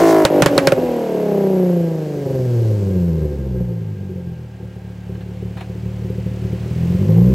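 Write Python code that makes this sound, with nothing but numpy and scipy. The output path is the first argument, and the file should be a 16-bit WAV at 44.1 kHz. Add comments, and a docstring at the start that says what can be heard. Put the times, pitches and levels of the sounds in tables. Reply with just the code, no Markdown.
"""A road among trees, a small camera close behind a V6 sports car with twin open tailpipes. Each firing sends a
pressure pulse that rings the pipes. The revs fall from a blip, fuel explodes in the pipes six times on the
overrun, and the engine settles to a lumpy idle; the brake lets go with a clunk and the car pulls away. Engine
rush, gas hiss, thin whines and a faint echo lie behind the exhaust. The camera ducks and clips on the bangs,
and its middle tones make it whistle faintly."""
import sys
import numpy as np
from scipy import signal
from scipy.fft import rfft, irfft, next_fast_len
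from scipy.io import wavfile
from scipy.ndimage import uniform_filter1d

SR = 44100
rng = np.random.default_rng(int(sys.argv[2]) if len(sys.argv) > 2 else 0)


def persist_wave(psi):
    """Save psi, clipped to +-1, as 16-bit WAV."""
    counts = np.round(np.clip(psi, -1, 1) * 32767).astype(np.int16)
    wavfile.write(sys.argv[1], SR, np.atleast_2d(counts).T)


N = 323694
TIME = np.arange(N) / SR


def amp(db):
    """Decibels to gain."""
    return 10 ** (np.asarray(db) / 20)


def unit(x):
    """Scale to rms 1."""
    return x / np.sqrt(np.mean(x ** 2) + 1e-20)


def along(points, hz):
    """Read (freq_hz, value) points on a log frequency axis."""
    freqs, values = np.transpose(points)
    return np.interp(np.log(hz + 1), np.log(freqs + 1), values)


def curves(rows, at=TIME):
    """Each column after the time, read at the given times."""
    times, *columns = np.transpose(rows)
    return [np.interp(at, times, column) for column in columns]


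def filtered(x, response):
    """x times a complex response of frequency."""
    size = next_fast_len(N + SR // 2)
    return irfft(rfft(x, size) * response(np.fft.rfftfreq(size, 1 / SR)), size)[..., :N]


def ring(x, modes):
    """x through (pitch_hz, width_hz, gain_db) resonances of alternating polarity."""
    return filtered(x, lambda hz: sum(
        (-1) ** k * amp(db) * 1j * hz * width / (pitch ** 2 - hz ** 2 + 1j * hz * width)
        for k, (pitch, width, db) in enumerate(modes)))


def band(x, low_hz, high_hz, order):
    """Causal band-pass."""
    return signal.sosfilt(signal.butter(order, [low_hz, high_hz], "band", fs=SR, output="sos"), x)


def fade(start_s, t60_s):
    """An envelope that jumps up and dies away."""
    return (TIME >= start_s) * amp(-60 * np.clip(TIME - start_s, 0, 2) / t60_s)


def train(when, lag_ms, db):
    """Impulses placed between samples."""
    place = np.clip((when + lag_ms / 1000) * SR, 0, N - 2)
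    whole, part = place.astype(int), place % 1
    return np.bincount(whole, amp(db) * (1 - part), N) + np.bincount(whole + 1, amp(db) * part, N)


def rev_level(firing_hz, db_at_100_hz, db_per_octave):
    """A level in dB that changes by a fixed step per octave of engine speed."""
    return db_at_100_hz + db_per_octave * np.log2(firing_hz / 100)


def throttle(at, lift_s=0.26, fuel_cut_s=0.86):
    """Two shares from 0 to 1: on power until the lift, then misfiring until the fuel stops."""
    on_power, fuelled = (np.clip((end_s - at) / 0.08 + .5, 0, 1) for end_s in (lift_s, fuel_cut_s))
    return on_power, fuelled - on_power


# Likeness of left and right at the microphone: freq_hz, correlation
STEREO_LIKENESS = [(200, 0.95), (650, 0.9), (1400, 0.78), (3100, 0.83), (7000, 0.89), (15000, 1)]

def noise(spectrum):
    """Stereo noise of rms 1 shaped by (freq_hz, level_db) points, near mono in the bass."""
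    def response(hz):
        angle = np.arccos(np.clip(along(STEREO_LIKENESS, hz), -1, 1)) / 2
        return amp(along(spectrum, hz)) * [np.cos(angle), np.sin(angle)]
    mid, side = filtered(rng.standard_normal((2, N)), response)
    return unit(np.array([mid + side, mid - side]))


# Decay of the roadside echo: freq_hz, t60_s
ECHO_DECAY = [(150, 0.042), (800, 0.13), (3000, 0.67), (12000, 0.23)]

def roadside_echo(car):
    """The road and trees scatter a faint, short echo back to the microphone."""
    freqs, times, spectra = signal.stft(rng.standard_normal((2, SR // 2)), SR, nperseg=256)
    decay = amp(-60 * times / along(ECHO_DECAY, freqs)[:, None])
    tail = signal.istft(spectra * decay, SR, nperseg=256)[1]
    echo = signal.fftconvolve(car, tail / np.linalg.norm(tail[0]), axes=1)[:, :N]
    colour = [(150, -31), (400, -17), (1200, -14), (5000, -48), (14000, -56)]
    return filtered(echo, lambda hz: amp(along(colour, hz)))


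# Resonances of the belt-driven parts: pitch_hz, width_hz, gain_db
BELT_MODES = [(772, 18, -1), (890, 12, -0.5), (1602, 22, 6.5)]
# Their whine, sinking away: time_s, level_db
BELT_LEVEL = [(0, -46), (3, -53.5), (5.3, -56.5), (5.6, -61)]

def belt_whine():
    """Belt-driven parts whine thinly, up in the engine bay."""
    drive = noise([(500, -30), (800, 16), (1700, 4), (2200, -27)])
    return amp(curves(BELT_LEVEL)[0]) * unit(ring(drive, BELT_MODES))


# Relative levels of engine rush and gas hiss: time_s, rush_db, hiss_db
FLOW_LEVELS = [(0.0, -32, -33), (0.28, -37, -46.5), (0.57, -36.5, -43), (0.71, -39.5, -46),
               (0.88, -41, -49), (1.94, -48.5, -52.5), (2.68, -49.5, -50), (3.45, -53.5, -59),
               (3.88, -55, -62), (4.54, -55, -63.5), (6.27, -49, -56.5), (6.93, -44.5, -51.5),
               (7.34, -46.5, -52)]
# Colour of the rush: freq_hz, level_db
RUSH_SPECTRUM = [(40, -32), (250, 14.5), (600, 8), (950, -0.5), (1200, -3), (1900, -3), (2900, -4),
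                 (3600, -10.5), (6000, -24.5)]
# Colour of the hiss: freq_hz, level_db
HISS_SPECTRUM = [(1500, -2), (3300, 0), (4400, 5), (6500, 2.5), (8300, -0.5), (10500, -11), (13000, -18),
                 (16000, -10)]

def engine_noise(firing_count):
    """Engine rush, belt whine, and gas hiss that spurts with the firings, most before the lift."""
    rush_db, hiss_db = curves(FLOW_LEVELS)
    on_power, _ = throttle(TIME)
    spurt_db = (1.6 + 3 * on_power) * np.cos(2 * np.pi * firing_count)
    gust_db = 6.5 * np.exp(-((TIME - 0.1) / 0.026) ** 2)  # blow-off at the top of the blip
    hiss = amp(hiss_db + 1 + spurt_db + gust_db) * noise(HISS_SPECTRUM)
    return hiss + belt_whine() + amp(rush_db + 8) * noise(RUSH_SPECTRUM)


# Brake and driveline knocks: start_s, level_db, t60_s
BRAKE_KNOCKS = [(5.151, -41, 0.071), (5.206, -42, 0.12), (5.567, -36, 0.26), (5.607, -30.5, 0.066)]
# Resonances of the linkage: pitch_hz, width_hz, gain_db
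LINKAGE_MODES = [(724, 350, 17), (1724, 290, 16.5), (2580, 730, 12.5), (4270, 160, 10)]

def brake_clunk():
    """The brake releases and the driveline takes up its slack."""
    blows = sum(amp(db) * fade(start_s, t60_s) * (1 - fade(start_s, 0.012))
                for start_s, db, t60_s in BRAKE_KNOCKS)
    return blows * unit(ring(noise([(100, 13), (5000, 5.4), (16000, 4)]), LINKAGE_MODES))


# Bangs on the overrun, levels relative within a column: start_s, crack_db, ring_db, thump_db
BACKFIRES = [(.251, 4.5, -5, -17), (0.4216, 4.5, -19, -9.5), (0.4606, 4.5, -6, -11.5),
             (0.5787, 2.5, -3.5, -17), (.672, 3.5, -3, -11.5), (0.7208, -8.5, -3, -14.5)]
# Colour of the crack: freq_hz, level_db
CRACK_SPECTRUM = [(80, -61), (250, 16), (900, 3.5), (2000, -4), (3000, -0.5), (4200, 3.5), (6000, -6),
                  (8500, -6.5), (11000, -19), (16000, -30)]
# Colour of its tail: freq_hz, level_db
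SIZZLE_SPECTRUM = [(80, -50), (250, 0), (900, 9.5), (2000, 6), (3000, -1), (4500, -7.5), (8000, -11.5),
                   (11000, -18), (16000, -28)]

def backfires():
    """Fuel explodes in the pipes, close by: a sharp crack, a sizzling tail, a hollow ring, a thump."""
    cracks, tails, blows, thumps = np.zeros((4, N))
    for start_s, crack_db, ring_db, thump_db in BACKFIRES:
        cracks += amp(crack_db + 0.5) * fade(start_s, t60_s=0.011)
        tails += amp(crack_db - 9.5) * fade(start_s, t60_s=0.091)
        hit = round((start_s + .001) * SR)
        blows[hit] = amp(ring_db + 42.5)
        thumps[hit] = amp(thump_db + 55)
    hollow = ring(blows, [(348, 74, 1), (559, 44, 11), (615, 92, -8), (990, 50, -35)])
    thump = ring(thumps, [(120, 24, -0.5), (168, 32, 1.5)])
    body = band(hollow, 190, 1300, order=2) + band(thump, 112, 400, order=2)
    return cracks * noise(CRACK_SPECTRUM) + tails * noise(SIZZLE_SPECTRUM) + body


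def turbulence(when, lag_ms, size_db, firing_hz, force_db):
    """Each firing sheds a puff of noise, whose size varies singly and in runs of a few firings."""
    scatter_db = 2 * rng.standard_normal(len(when))
    run_db = 4 * uniform_filter1d(rng.standard_normal(len(when)), size=4)
    puff_db = size_db + rev_level(firing_hz, -43.5, -10) + scatter_db + run_db
    puff_db -= 0.7 * np.maximum(force_db, 0)  # under load the engine burns cleaner
    decay = np.exp(-1 / (0.0082 * SR))
    envelope = signal.lfilter([1], [1, -decay], train(when, lag_ms, puff_db))
    return envelope * rng.standard_normal(N)


# Engine speed through blip, idle and pulling away: time_s, firing_hz
ENGINE_SPEED = [(0, 338.1), (.3, 306), (.6, 279.6), (.8, 252.2), (1.2, 212.1), (1.6, 183.3), (2.2, 141.8),
                (2.6, 114.5), (3, 87.94), (3.4, 67.43), (4, 48.67), (4.55, 36.81), (5.2, 36.04),
                (5.8, 37.2), (6.6, 37.6), (6.95, 45), (7.34, 66.86)]
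# Pulse strength; drops at the lift, swells as the revs sink, surges on pulling away: time_s, force_db
PULSE_FORCE = [(0, -7), (.23, -7.5), (.28, -13), (.55, -7.5), (1, -9.5), (1.35, -3.5), (1.7, -5.5),
               (1.9, -7.5), (2.1, -5.5), (2.35, -3.5), (3.2, 2), (3.55, -5), (4.15, -4), (4.5, -11),
               (5.1, -9.5), (6.55, -1.5), (7.15, 10), (7.34, 10.5)]
# Each cylinder's strength at imbalance 1, in firing order: level_db
CYLINDER_LEVELS = [5, 7.5, -7, 0, -1, -3]
# Each cylinder's delay down its header at imbalance 1: lag_ms
HEADER_LAGS = [-0.14, -0.36, -0.023, 0.033, -0.076, -0.24]
# One cylinder fires hard, once per engine cycle: start_s, length_s, extra_db
HARD_FIRINGS = [(.3, .11, 14), (.506, .03, 8), (.779, 0, 9), (.827, 0, 7.5), (2.26, .15, 6.5),
                (3.6, 0, 11.5), (3.617, 0, -4), (5.3, 0, 2), (5.7, 0, 4), (6.05, 0, 5.5), (6.185, 0, 6),
                (6.265, 0, 8), (6.535, 0, 6), (7.09, 0, 5.5)]

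def firings(firing_count):
    """A pulse as each exhaust valve opens: a near-even beat, the unequal pulses and their puffs."""
    number = np.arange(1, int(firing_count[-1]))
    cylinder = number % len(CYLINDER_LEVELS)
    when = np.interp(number, firing_count, TIME)
    firing_hz, force_db = curves(ENGINE_SPEED, when)[0], curves(PULSE_FORCE, when)[0]
    _, misfiring = throttle(when)
    # the cylinders grow unequal above 142 Hz; misfiring washes out most of their pattern
    imbalance = 0.034 + 1.05 * (1 - 0.75 * misfiring) / (1 + (142 / firing_hz) ** 4.9)
    # burning is lumpy at idle and while misfiring, and steadies above 101 Hz
    scatter_db = 2.5 / (1 + (firing_hz / 101) ** 3) + 2 * misfiring
    burn_db = force_db + scatter_db * rng.standard_normal(len(when))
    uneven_db = imbalance * np.take(CYLINDER_LEVELS, cylinder)
    size_db = burn_db + uneven_db
    beat_db = burn_db + 0.083 * uneven_db  # the two banks' differences mostly cancel in the deep bass
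    for start_s, length_s, extra_db in HARD_FIRINGS:
        first = np.argmin(np.abs(when - start_s))
        hard = (cylinder == cylinder[first]) & (when >= when[first]) & (when <= when[first] + length_s)
        size_db[hard] = force_db[hard] + extra_db
        beat_db[hard] = force_db[hard] + 0.54 * extra_db * (1 - misfiring[hard])
    # uneven burning and unequal headers also shift the pulses
    jitter_ms = 0.11 * scatter_db * rng.standard_normal(len(when))
    lag_ms = jitter_ms + imbalance * np.take(HEADER_LAGS, cylinder)
    puffs = turbulence(when, lag_ms, size_db, firing_hz, force_db)
    return train(when, jitter_ms, beat_db), train(when, lag_ms, size_db), puffs


# Pipe resonances, from deep boom to brassy howl: pitch_hz, width_hz, gain_db
BOOM_MODES = [(63.91, 5.9, 4.5), (118.3, 27.2, 9.5)]
DRONE_MODES = [(173.3, 26.5, 0)]
HOLLOW_MODES = [(247, 34, -5)]
BARK_MODES = [(287.3, 49, 1.5), (325.4, 124, 4), (369.7, 68.7, 6), (505.7, 63, 0), (540, 61, 0)]
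BURBLE_MODES = [(374, 32.4, 0.96), (516.6, 9.5, 0.45)]
HOWL_MODES = [(596, 106, 3.5), (830.5, 14, -4), (964, 80, -9)]
# Colour of the rasp: freq_hz, gain_db
RASP_SPECTRUM = [(600, -53), (1000, 25), (1250, 8), (1700, 8), (2200, 4), (2700, -30), (5000, -12.5)]

def exhaust(firing_hz, beat, pulses, puffs):
    """Right at the microphone, pulses ring the pipes, which swell as a harmonic crosses a resonance."""
    gas = pulses + puffs
    on_power, misfiring = throttle(TIME)
    boom_db = 27 - 0.39 * np.maximum(curves(PULSE_FORCE)[0], 0)  # strong pulses are sharper: less boom
    boom = amp(boom_db) * band(ring(beat, BOOM_MODES), 24, 137.2, order=3)
    drone = amp(33.5) * band(ring(pulses, DRONE_MODES), 128, 198.6, order=2)
    burble = amp(16.5) * ring(puffs, BURBLE_MODES)
    middle = ring(pulses, BARK_MODES) + burble + ring(pulses, HOLLOW_MODES)
    # faster pulses have steeper fronts: first the bark grows, then a howl and a rasp
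    bark = amp(rev_level(firing_hz, 21.3, 9.32)) * band(middle, 238, 560, order=4)
    howl = amp(rev_level(firing_hz, 0, 17)) * band(ring(gas, HOWL_MODES), 588, 1050, order=3)
    rasp_db = rev_level(firing_hz, -26.5, 8.04) + 14.5 * on_power + 4 * misfiring
    rasp = amp(rasp_db) * filtered(gas, lambda hz: amp(along(RASP_SPECTRUM, hz)))
    return boom + drone + bark + howl + rasp


def scene():
    """From behind the car: the crank paces exhaust and hiss, and everything echoes a little."""
    firing_hz = curves(ENGINE_SPEED)[0]
    firing_count = np.cumsum(firing_hz) / SR
    bangs = backfires() * amp([[-1.5], [1.5]])  # more from the right pipe
    pipes = exhaust(firing_hz, *firings(firing_count))
    car = pipes + engine_noise(firing_count) + bangs + brake_clunk()
    return car + roadside_echo(car)


def duck(x, ceiling, attack_s, release_s):
    """Gain control: peaks over the ceiling pull the gain down, and it recovers exponentially."""
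    excess = np.log(np.maximum(np.abs(x).max(axis=0) / ceiling, 1))
    recovery = TIME / release_s
    held = np.maximum.accumulate(excess * np.exp(recovery)) * np.exp(-recovery)
    lag = np.exp(-1 / (attack_s * SR))
    return x * np.exp(-signal.lfilter([1 - lag], [1, -lag], held))


def record(dry):
    """The camera ducks and clips; its electronics mirror the lower tones around a high whistle."""
    clip_level, whistle_hz, top_hz = 0.73, 12110, 15900
    ducked = duck(dry, ceiling=1.0, attack_s=0.011, release_s=0.02)
    clipped = ducked / (1 + np.abs(ducked / clip_level) ** 6) ** (1 / 6)
    lower_tones = band(clipped.mean(axis=0), 475, 1600, order=1)
    whistle = amp(-27.5) * lower_tones * np.sin(2 * np.pi * whistle_hz * TIME)
    return filtered(clipped + whistle, lambda hz: hz < top_hz)


dry = scene()
out = record(dry)
persist_wave(out)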